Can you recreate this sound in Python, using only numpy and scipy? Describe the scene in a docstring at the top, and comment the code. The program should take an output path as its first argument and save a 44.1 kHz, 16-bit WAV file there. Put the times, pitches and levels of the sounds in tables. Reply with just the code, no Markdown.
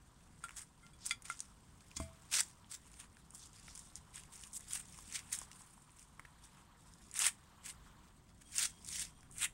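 """Distant traffic and a faint hiss sound throughout. A rabbit noses a ceramic dish on bare soil, and its
touches excite the dish's modes in clinks. At two seconds the dish tips upright and lands with two thuds.
The rabbit eats from it: cells fracture in bursts of dense crunching, stalk and straw break in single
snaps, and jaw and dish knock softly. Near the end, faint fuzzy tones sound for a second."""
import sys
import numpy as np
from scipy import signal
from scipy.fft import rfft, irfft, next_fast_len
from scipy.io import wavfile
from scipy.ndimage import uniform_filter1d, map_coordinates

SR = 44100
rng = np.random.default_rng(int(sys.argv[2]) if len(sys.argv) > 2 else 0)


def generate_wav(sig):
    """Save sig (samples, or channels by samples) to the path in sys.argv[1] as 16-bit PCM at SR."""
    pcm = np.round(np.clip(np.atleast_2d(sig).T, -1, 1) * 32767).astype(np.int16)
    wavfile.write(sys.argv[1], SR, pcm)


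N = 420273

# the head moves against ground and dish: time_s, notch_hz, hollow_db
HEAD_PATH = [(.6, 3970, 10), (2.37, 3910, 3), (3.42, 4030, 7), (4.16, 4060, -2), (4.75, 3990, 4.5),
             (5.16, 4000, -7), (5.4, 4060, 2.5), (7.23, 4050, 2.5), (7.68, 4000, 0), (8.6, 3900, -1.5),
             (8.98, 4040, -7), (9.43, 4100, -4)]


def amp(db):
    return 10 ** (np.asarray(db) / 20)


def unit(x):
    return x / np.sqrt(np.mean(x ** 2) + 1e-20)


def curves(rows):
    """Linear interpolation: one value per sample for each column after the time."""
    times, *columns = np.transpose(rows)
    return [np.interp(np.arange(N) / SR, times, column) for column in columns]


def wobble(rate_hz):
    """Smooth random modulation: a spline through Gaussian knots."""
    knots = rng.standard_normal(int(N * rate_hz / SR) + 4)
    return map_coordinates(knots, [np.arange(N) * rate_hz / SR])


def filtered(x, response):
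    """Linear filtering: the spectrum times a frequency response."""
    size = next_fast_len(N + SR // 2)
    return irfft(rfft(x, size) * response(np.fft.rfftfreq(size, 1 / SR)), size)[:N]


def coloured(x, spectrum):
    """Spectral shaping on a log frequency axis, scaled to rms 1."""
    knots_hz, gain_db = np.transpose(spectrum)
    return unit(filtered(x, lambda hz: amp(np.interp(np.log(hz + 1), np.log(knots_hz + 1), gain_db))))


def patchy(x, depth_db):
    """Spectral modulation: random colour that changes every few hundredths of a second."""
    spectra = signal.stft(x, nperseg=256)[2]
    field = uniform_filter1d(rng.standard_normal(spectra.shape), size=5, axis=0)
    field = uniform_filter1d(field, size=6, axis=1)
    return signal.istft(spectra * amp(depth_db * unit(field)), nperseg=256)[1][:N]


def damped(t, level_db, pitch_hz, t60_s):
    """Free vibration of one mode: a sine that decays exponentially."""
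    return amp(level_db - 60 * t / t60_s) * np.sin(2 * np.pi * pitch_hz * t)


def add(out, start_s, sound):
    """Superposition: mix a sound in at its start time."""
    part = out[round(start_s * SR):][:len(sound)]
    part += sound[:len(part)]


def traffic():
    """Broadband noise from afar: a wavering rumble and a tyre roar that thins out into hiss."""
    # slow trend of the traffic: time_s, rumble_db, roar_db
    trend = [(0.0, -66.5, -70), (4.67, -65.5, -68.5), (5.23, -63, -64.5), (5.86, -68, -68.5),
             (9.53, -63, -68.5)]
    # relative spectra: frequency_hz, density_db
    rumble_spectrum = [(8.8, -41), (15, 3), (22, -11.5), (48, 3), (119, -4.5), (157, -1.5), (396, -17),
                       (469, -19.5), (600, -22), (780, -19), (1320, -120)]
    roar_spectrum = [(240, -63), (400, -13), (616, -12), (979, 3), (2590, -13.5), (3120, -9.5), (5870, -18),
                     (8500, -13.5), (10200, -24), (15000, -23.5), (16000, -36)]
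    rumble_db, roar_db = curves(trend)
    rumble = amp(rumble_db + 1.5 + 0.61 * wobble(5)) * coloured(rng.standard_normal(N), rumble_spectrum)
    roar_gain = amp(roar_db - 2.0 + 1.84 * wobble(2.392))
    return rumble + roar_gain * coloured(patchy(rng.standard_normal(N), depth_db=2.3), roar_spectrum)


def fuzzy_tones():
    """Narrow-band noise: three resonances give faint, flickering pitches."""
    # resonances: centre_hz, width_hz, gain_db
    bands = [(3250, 45, 0), (5800, 80, -5), (8750, 100, -1)]
    # envelope: time_s, level_db
    swell = [(8.42, -110), (8.46, -70), (8.8, -73), (9.27, -79), (9.33, -110)]

    def response(hz):
        return sum(amp(db) * 1j * hz * width / (centre ** 2 - hz ** 2 + 1j * hz * width)
                   for centre, width, db in bands)
    return amp(curves(swell)[0] + 2.2 * wobble(24)) * unit(filtered(rng.standard_normal(N), response))


def yard_echoes(x):
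    """Reverberation: ground and boards scatter a short, decaying tail."""
    t = np.arange(SR // 4) / SR
    tail = rng.standard_normal(len(t)) * amp(-60 * t / 0.16) * (t > .002)
    return signal.fftconvolve(x, tail / np.linalg.norm(tail))[:N]


def ground_bounce(x, reflection=.7):
    """Comb filtering: a reflection half a period late weakens the notch pitch and its odd multiples."""
    notch_hz = curves(HEAD_PATH)[0]
    return x + reflection * map_coordinates(x, [np.arange(N) - SR / (2 * notch_hz)])


def dish_clinks():
    """Modal ringing: the point struck sets each family's strength; soil and food damp the ring."""
    # mode families (floor, rim, long walls, short walls, edges), each mode: pitch_hz, gain_db, t60_s
    families = [
        [(656, 1, 0.18)],
        [(1383, 0, 0.14), (1510, 1.5, 0.014)],
        [(2093, 5, 0.11), (3160, -7.5, 0.12)],
        [(2330, -2.5, 0.16), (2420, -4, 0.077), (3385, 0, .11), (4770, -3, 0.083), (4940, -9, 0.059)],
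        [(4530, -14, 0.053), (6400, -13, 0.049), (6700, 3.5, 0.034), (8280, -4, 0.057), (8360, 7.5, 0.058),
         (9360, 7.5, 0.044), (11400, -11, 0.031)],
    ]
    # blows: start_s, floor_db, rim_db, long_walls_db, short_walls_db, edges_db, t60_ratio, attack_s
    blows = [(0.4391, -88, -42, -65, -55, -51.5, 0.49, 0.00066),
             (.829, -93, -61.5, -68.5, -80, -74, 1.9, 0.0043),
             (.933, -92, -85, -85, -70, -69.5, 0.9, 0.0024),
             (1.1091, -78, -44, -38, -37, -46, 0.51, 0.00073),
             (1.2515, -76, -70, -73, -73, -61, 0.61, 0.0014),
             (1.3001, -88, -37, -46, -64, -50, 0.34, 0.00043),
             (1.967, -82, -77, -63, -55.5, -53, 1, 0.00035),
             (2.0005, -48, -76, -61.5, -63, -63, 2.3, 0.00042)]
    out, t = np.zeros(N), np.arange(SR // 2) / SR
    clack = 1 + 1.2 * amp(-60 * t / 0.027)  # the first swing is strong while the contact lasts
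    for start_s, *family_db, t60_ratio, attack_s in blows:
        for blow_db, modes in zip(family_db, families):
            ring = sum(damped(t, blow_db + db + rng.normal(0, 1.5), hz, t60_s * t60_ratio)
                       for hz, db, t60_s in modes)
            add(out, start_s, ring * clack * (1 - np.exp(-t / attack_s)))
    return out


def thuds_and_knocks():
    """Damped impacts: the landing dish excites low modes; soft knocks die within 14 cycles."""
    # the dish lands: start_s, level_db
    landings = [(1.969, -49.5), (2.001, -37.5)]
    # modes of the dish on soil: pitch_hz, gain_db, t60_s
    soil_modes = [(81, -1, 0.29), (127.3, -14.5, 0.51), (204, -6.5, 0.18), (282, 1, 0.045),
                  (1070, 1.5, 0.016)]
    # knocks of jaw and dish: start_s, relative_db, pitch_hz
    knocks = [(2.645, -56, 3300), (3.338, -61, 1160), (3.682, -50, 1330), (4.988, -51, 1090),
              (5.417, -47, 1060), (5.608, -59, 1030), (5.778, -58, 1020), (6.195, -48, 1600),
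              (6.251, -49, 1820)]
    out, t = np.zeros(N), np.arange(SR // 2) / SR
    for start_s, level_db in landings:
        add(out, start_s, sum(damped(t, level_db + db, hz, t60_s) for hz, db, t60_s in soil_modes))
    for start_s, db, hz in knocks:
        add(out, start_s, damped(t, db + 6.5, hz, t60_s=14 / hz))
    return out


def chewing_levels():
    """Incoherent sources add in power: bites plus rustle, in dB for crisp, middle and coarse grains."""
    # bites and rummages; offsets are from crisp_db, rise and fall each span 20 dB:
    # peak_s, hold_s, crisp_db, middle_offset_db, coarse_offset_db, rise_s, fall_s
    bites = [(0.444, .002, -51, -21, 1.5, 0.011, .017), (.567, 0.017, -48.5, -4, -8.5, .012, 0.06),
             (1.058, .03, -60, 8.5, -3.5, .065, .03), (1.067, .002, -36, -11, -31, 0.0099, 0.011),
             (1.117, .002, -51, 6.5, -2, 0.043, .025), (1.256, .003, -53.5, 2.5, -1.5, 0.013, 0.026),
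             (1.305, .003, -57, 4.5, 0, 0.043, 0.075), (1.401, 0.009, -64.5, -1, -4, 0.18, 0.14),
             (1.973, 0.0018, -47.5, 10.5, -17, 0.015, 0.0092), (2.005, 0.0035, -54, -5, -4.5, 0.046, 0.086),
             (2.332, 0.075, -36.5, 1.5, -4, 0.023, 0.017), (2.45, 0.026, -63, 1.5, -7, .03, 0.09),
             (2.715, 0.037, -51, 1, -10.5, 0.019, 0.023), (2.85, 0.12, -70, -3, -4, 0.11, .1),
             (3.0, 0.041, -61, -1.5, -0.5, 0.093, 0.034), (3.193, .003, -68, -5, -9, 0.09, 0.046),
             (3.358, .003, -51, -8, -17, .028, .045), (3.4, 0.057, -61.5, 5.5, -14, 0.036, 0.05),
             (3.568, .003, -65, 3, -3.5, 0.098, 0.15), (3.684, .003, -61.5, 4.5, -3.5, 0.11, 0.11),
             (3.753, 0.049, -61, 1.5, -13, 0.045, 0.18), (3.965, 0.0092, -61, 3, -10, 0.023, .028),
             (4.157, 0.0088, -54, 0, -1.5, 0.032, 0.095), (4.33, .015, -59, -3.5, -5.5, .025, .08),
             (4.36, 0.11, -63, -2, -5.5, .05, .04), (4.548, 0.021, -44.5, -8.5, -41, .021, 0.02),
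             (4.739, 0.026, -41.5, -3.5, -9, 0.061, 0.02), (4.807, 0.0027, -54, -17, -4, .1, 0.016),
             (4.989, 0.071, -61, -3, -8, 0.25, 0.25), (5.157, .003, -42.5, 0, -1.5, 0.057, 0.055),
             (5.329, .006, -39.5, -4, -8.5, 0.027, 0.063), (5.39, 0.05, -60, 0.5, -4, .05, 0.035),
             (5.573, 0.026, -63, -4, -9.5, 0.16, 0.21), (5.69, 0.13, -70.5, -14, -20, .03, 0.06),
             (6.0, .003, -61.5, -7, -6.5, 0.095, 0.063), (6.451, 0.0028, -60.5, -1.5, -7, 0.048, 0.039),
             (6.5, .12, -72, -3, 0, .1, .08), (6.8, .3, -72.5, 1, -10, .06, .1),
             (7.166, .002, -42, -1, -3.5, 0.028, .045), (7.218, 0.067, -34.5, -3.5, -3, 0.056, 0.015),
             (7.46, 0.03, -80, 4, -2, 0.072, .05), (7.658, 0.039, -47, -4, -4.5, 0.022, 0.029),
             (7.85, 0.028, -74.5, 2, -1, 0.036, .04), (8.04, 0.044, -76, 1, -3, .05, .04),
             (8.165, 0.0093, -69, -15, -14, .02, 0.031), (8.29, .01, -74, 5, -1, .03, 0.033),
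             (8.419, .002, -60.5, -9, -0.5, 0.012, 0.012), (8.599, .052, -35.5, -1, -6, 0.067, 0.039),
             (8.884, .002, -50.5, -0.5, -12, 0.051, 0.06), (8.945, 0.079, -44.5, 1.5, -5.5, 0.083, 0.061),
             (9.323, .005, -59, -13, -22, 0.023, 0.17), (9.432, 0.023, -36, -8, -1, 0.056, 0.013)]
    # fur and straw between bites: time_s, crisp_db
    rustle = [(0, -79), (.5, -71), (.75, -78.5), (.9, -75), (1.2, -86), (1.5, -77.5), (2.0, -72.5),
              (2.65, -76), (3.1, -78), (3.9, -75), (4.51, -73), (4.62, -66), (5.25, -69), (5.5, -77.5),
              (6.2, -76.5), (6.72, -89), (7.3, -76), (7.7, -89), (8.4, -79), (8.75, -71), (9.2, -78),
              (9.53, -90)]
    t = np.arange(0, N, 32) / SR
    peak_s, hold_s, crisp_db, middle, coarse, rise_s, fall_s = np.transpose(bites)[:, :, None]
    drop_db = 20 * (np.maximum(peak_s - t, 0) / rise_s + np.maximum(t - peak_s - hold_s, 0) / fall_s)
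    rustle_db = np.interp(t, *np.transpose(rustle))
    levels_db = []
    for bite_offset, rustle_offset in [(0, 0), (middle, -0.1), (coarse, -4)]:
        power = amp(2 * (crisp_db - drop_db + bite_offset)).sum(0) + amp(2 * (rustle_db + rustle_offset))
        levels_db.append(np.interp(np.arange(N) / SR, t, 10 * np.log10(power)))
    return levels_db


def snaps(crisp_db, small_count=170):
    """Brittle fracture: a crack of a few milliseconds, its fibres ringing at random around a centre."""
    # the clearest breaks of stalk and straw: time_s, peak_db, centre_hz
    breaks = [(0.4856, -44, 2250), (0.493, -37.5, 2070), (0.5082, -42, 1500), (0.5696, -39, 8000),
              (0.6182, -42, 7600), (0.8664, -43.5, 3240), (1.0582, -34, 8030), (1.0639, -25, 8450),
              (1.066, -40, 7900), (1.0718, -41, 7840), (1.0949, -33, 6500), (1.2224, -43.5, 8360),
              (1.2838, -45, 7500), (1.3723, -48, 6200), (1.3933, -36, 4570), (1.4048, -25.5, 5400),
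              (1.8077, -47, 3400), (1.9148, -42.5, 2960), (2.222, -52.5, 8000), (2.3289, -29, 6100),
              (2.355, -24, 5500), (2.406, -19, 8500), (2.4101, -27, 8100), (2.4345, -37, 7200),
              (2.7235, -44, 6700), (2.8673, -49.5, 7800), (2.9175, -49, 7900), (2.9412, -45, 4100),
              (3.17, -47, 1900), (3.3067, -45, 7440), (3.3487, -39, 7200), (3.532, -47, 6030),
              (3.5617, -46, 5400), (3.598, -48, 6960), (3.6828, -41.5, 1880), (3.7522, -41, 7500),
              (3.7576, -39, 6560), (3.777, -38, 7000), (3.793, -39.5, 7550), (3.9564, -31, 5630),
              (3.9688, -47, 6600), (4.1592, -36, 8100), (4.236, -43, 3540), (4.3778, -46, 6200),
              (4.3944, -47, 8200), (4.4116, -43, 5570), (4.4372, -34, 3960), (4.469, -46.5, 8400),
              (4.5324, -37, 8300), (4.5371, -40, 7260), (4.5474, -49, 8400), (4.5679, -33.5, 8200),
              (4.595, -43, 8350), (4.608, -43, 8340), (4.6867, -46, 7400), (4.7266, -39, 7900),
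              (4.7341, -25, 7300), (4.7986, -43, 5600), (4.8857, -46, 6500), (4.9777, -44, 7800),
              (4.9893, -41, 4500), (5.1255, -35, 8600), (5.16, -33, 5800), (5.1921, -32, 3540),
              (5.327, -34, 9000), (5.3296, -23.5, 9000), (5.3353, -40, 8000), (5.3503, -32, 7600),
              (5.3888, -31.5, 8600), (5.4158, -36, 5230), (5.4335, -41, 7400), (5.5156, -41.5, 3730),
              (5.5313, -42.5, 4080), (5.6195, -44.5, 6740), (5.895, -50, 3200), (5.995, -45, 8200),
              (6.0281, -49, 8300), (6.1966, -36, 1740), (6.2537, -44, 2420), (6.938, -44, 5240),
              (7.0402, -50, 6400), (7.114, -40.5, 6400), (7.1415, -33, 8100), (7.1922, -21, 8550),
              (7.2671, -18.5, 8100), (8.42, -49, 6150), (8.5221, -44, 7800), (8.5828, -19, 7600),
              (8.8478, -39, 6850), (8.8643, -39, 6900), (8.877, -40, 6800), (8.8883, -29.5, 6900),
              (8.9305, -35, 6900), (9.0071, -31.5, 5800), (9.2086, -50, 6100), (9.231, -51, 2000),
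              (9.3135, -45, 7900), (9.325, -49, 8300), (9.3832, -32, 8300)]
    out, t, hz = np.zeros(N), np.arange(512) / SR, np.fft.rfftfreq(512, 1 / SR) + 1
    age_s = np.maximum(t - .002, 0)
    moment, size, pitch = rng.random((small_count, 3)).T
    # small snaps grow with the crunch, up to a limit
    small_db = np.minimum(crisp_db[(moment * N).astype(int)], -52) + 10 - 3 * np.log(size + .02)
    small_breaks = zip(moment * N / SR + .003, small_db, 4500 + 4000 * pitch)
    for time_s, peak_db, centre_hz in [*breaks, *small_breaks]:
        decay = amp(-60 * age_s / 0.003) + 0.25 * amp(-60 * age_s / 0.024)
        burst = rng.standard_normal(512) * decay * (age_s > 0)
        colour = amp(-17 * np.log2(hz / centre_hz) ** 2) + amp(-14 - 1.27 * np.log2(hz / 6000) ** 2)
        crack = irfft(rfft(burst) * colour * amp(-9 * (hz > 10500)))
        add(out, time_s - .0024, amp(peak_db) * crack / np.abs(crack).max())
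    return out


def grains(per_s, spread_db):
    """Shot noise: tiny fractures at random moments, a few much larger than the rest."""
    chance, polarity, size = rng.random((3, N))
    return unit((chance < per_s / SR) * np.sign(polarity - .5) * amp(-spread_db * np.log(size + .005)))


def crunch(crisp_db, middle_db, coarse_db):
    """Acoustic emission: cells burst in clumps under the teeth, three grain sizes on a bed of noise."""
    # relative spectra of the grains: frequency_hz, density_db
    crisp_spectrum = [(4000, -41.5), (6000, -16), (7400, -8), (8800, -2), (9700, -9.5), (11200, -7.5),
                      (13000, -12.5), (15000, -40), (16000, -7.5)]
    middle_spectrum = [(2200, -30), (3600, 3), (5000, -0.5), (6500, -7.5), (7600, -11), (10000, -37),
                       (16000, -43)]
    coarse_spectrum = [(400, -41), (800, -23), (1300, -12.5), (2050, -4.5), (2700, -3), (3300, -2.5),
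                       (4100, -2.5), (6000, -27), (9000, -70)]
    clumps = amp(1.8 * wobble(90) + 1.94 * wobble(300))
    sparseness = np.clip((-30 - crisp_db) / 25, .3, 1)  # strong bites fuse their grains into a rush

    def layer(graininess, spectrum):
        fractures = graininess * sparseness * grains(2500, spread_db=5) + rng.standard_normal(N)
        return coloured(patchy(clumps * fractures, depth_db=2.5), spectrum)
    coarse = layer(0.53, coarse_spectrum)
    lows = filtered(coarse, lambda hz: 1 / (1 + (hz / 1550) ** 8))
    hollow_db = curves(HEAD_PATH)[1]
    coarse += (amp(hollow_db) - 1) * lows  # the dish deepens bites made inside it
    crisp = layer(0.75, crisp_spectrum)
    middle = layer(0.5, middle_spectrum)
    return amp(crisp_db) * crisp + amp(middle_db) * middle + amp(coarse_db) * coarse


def scene():
    """Superposition of rabbit and dish, their echoes and the background."""
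    crisp_db, middle_db, coarse_db = chewing_levels()
    eating = crunch(crisp_db, middle_db, coarse_db) + snaps(crisp_db)
    near = ground_bounce(eating) + dish_clinks() + thuds_and_knocks()
    return (near + amp(-14.0) * yard_echoes(near) + fuzzy_tones() + traffic())[None]


def record(dry):
    """Band limiting: the phone keeps nothing above its cutoff."""
    return filtered(dry[0], lambda hz: hz < 15750)[None]


dry = scene()
out = record(dry)
generate_wav(out)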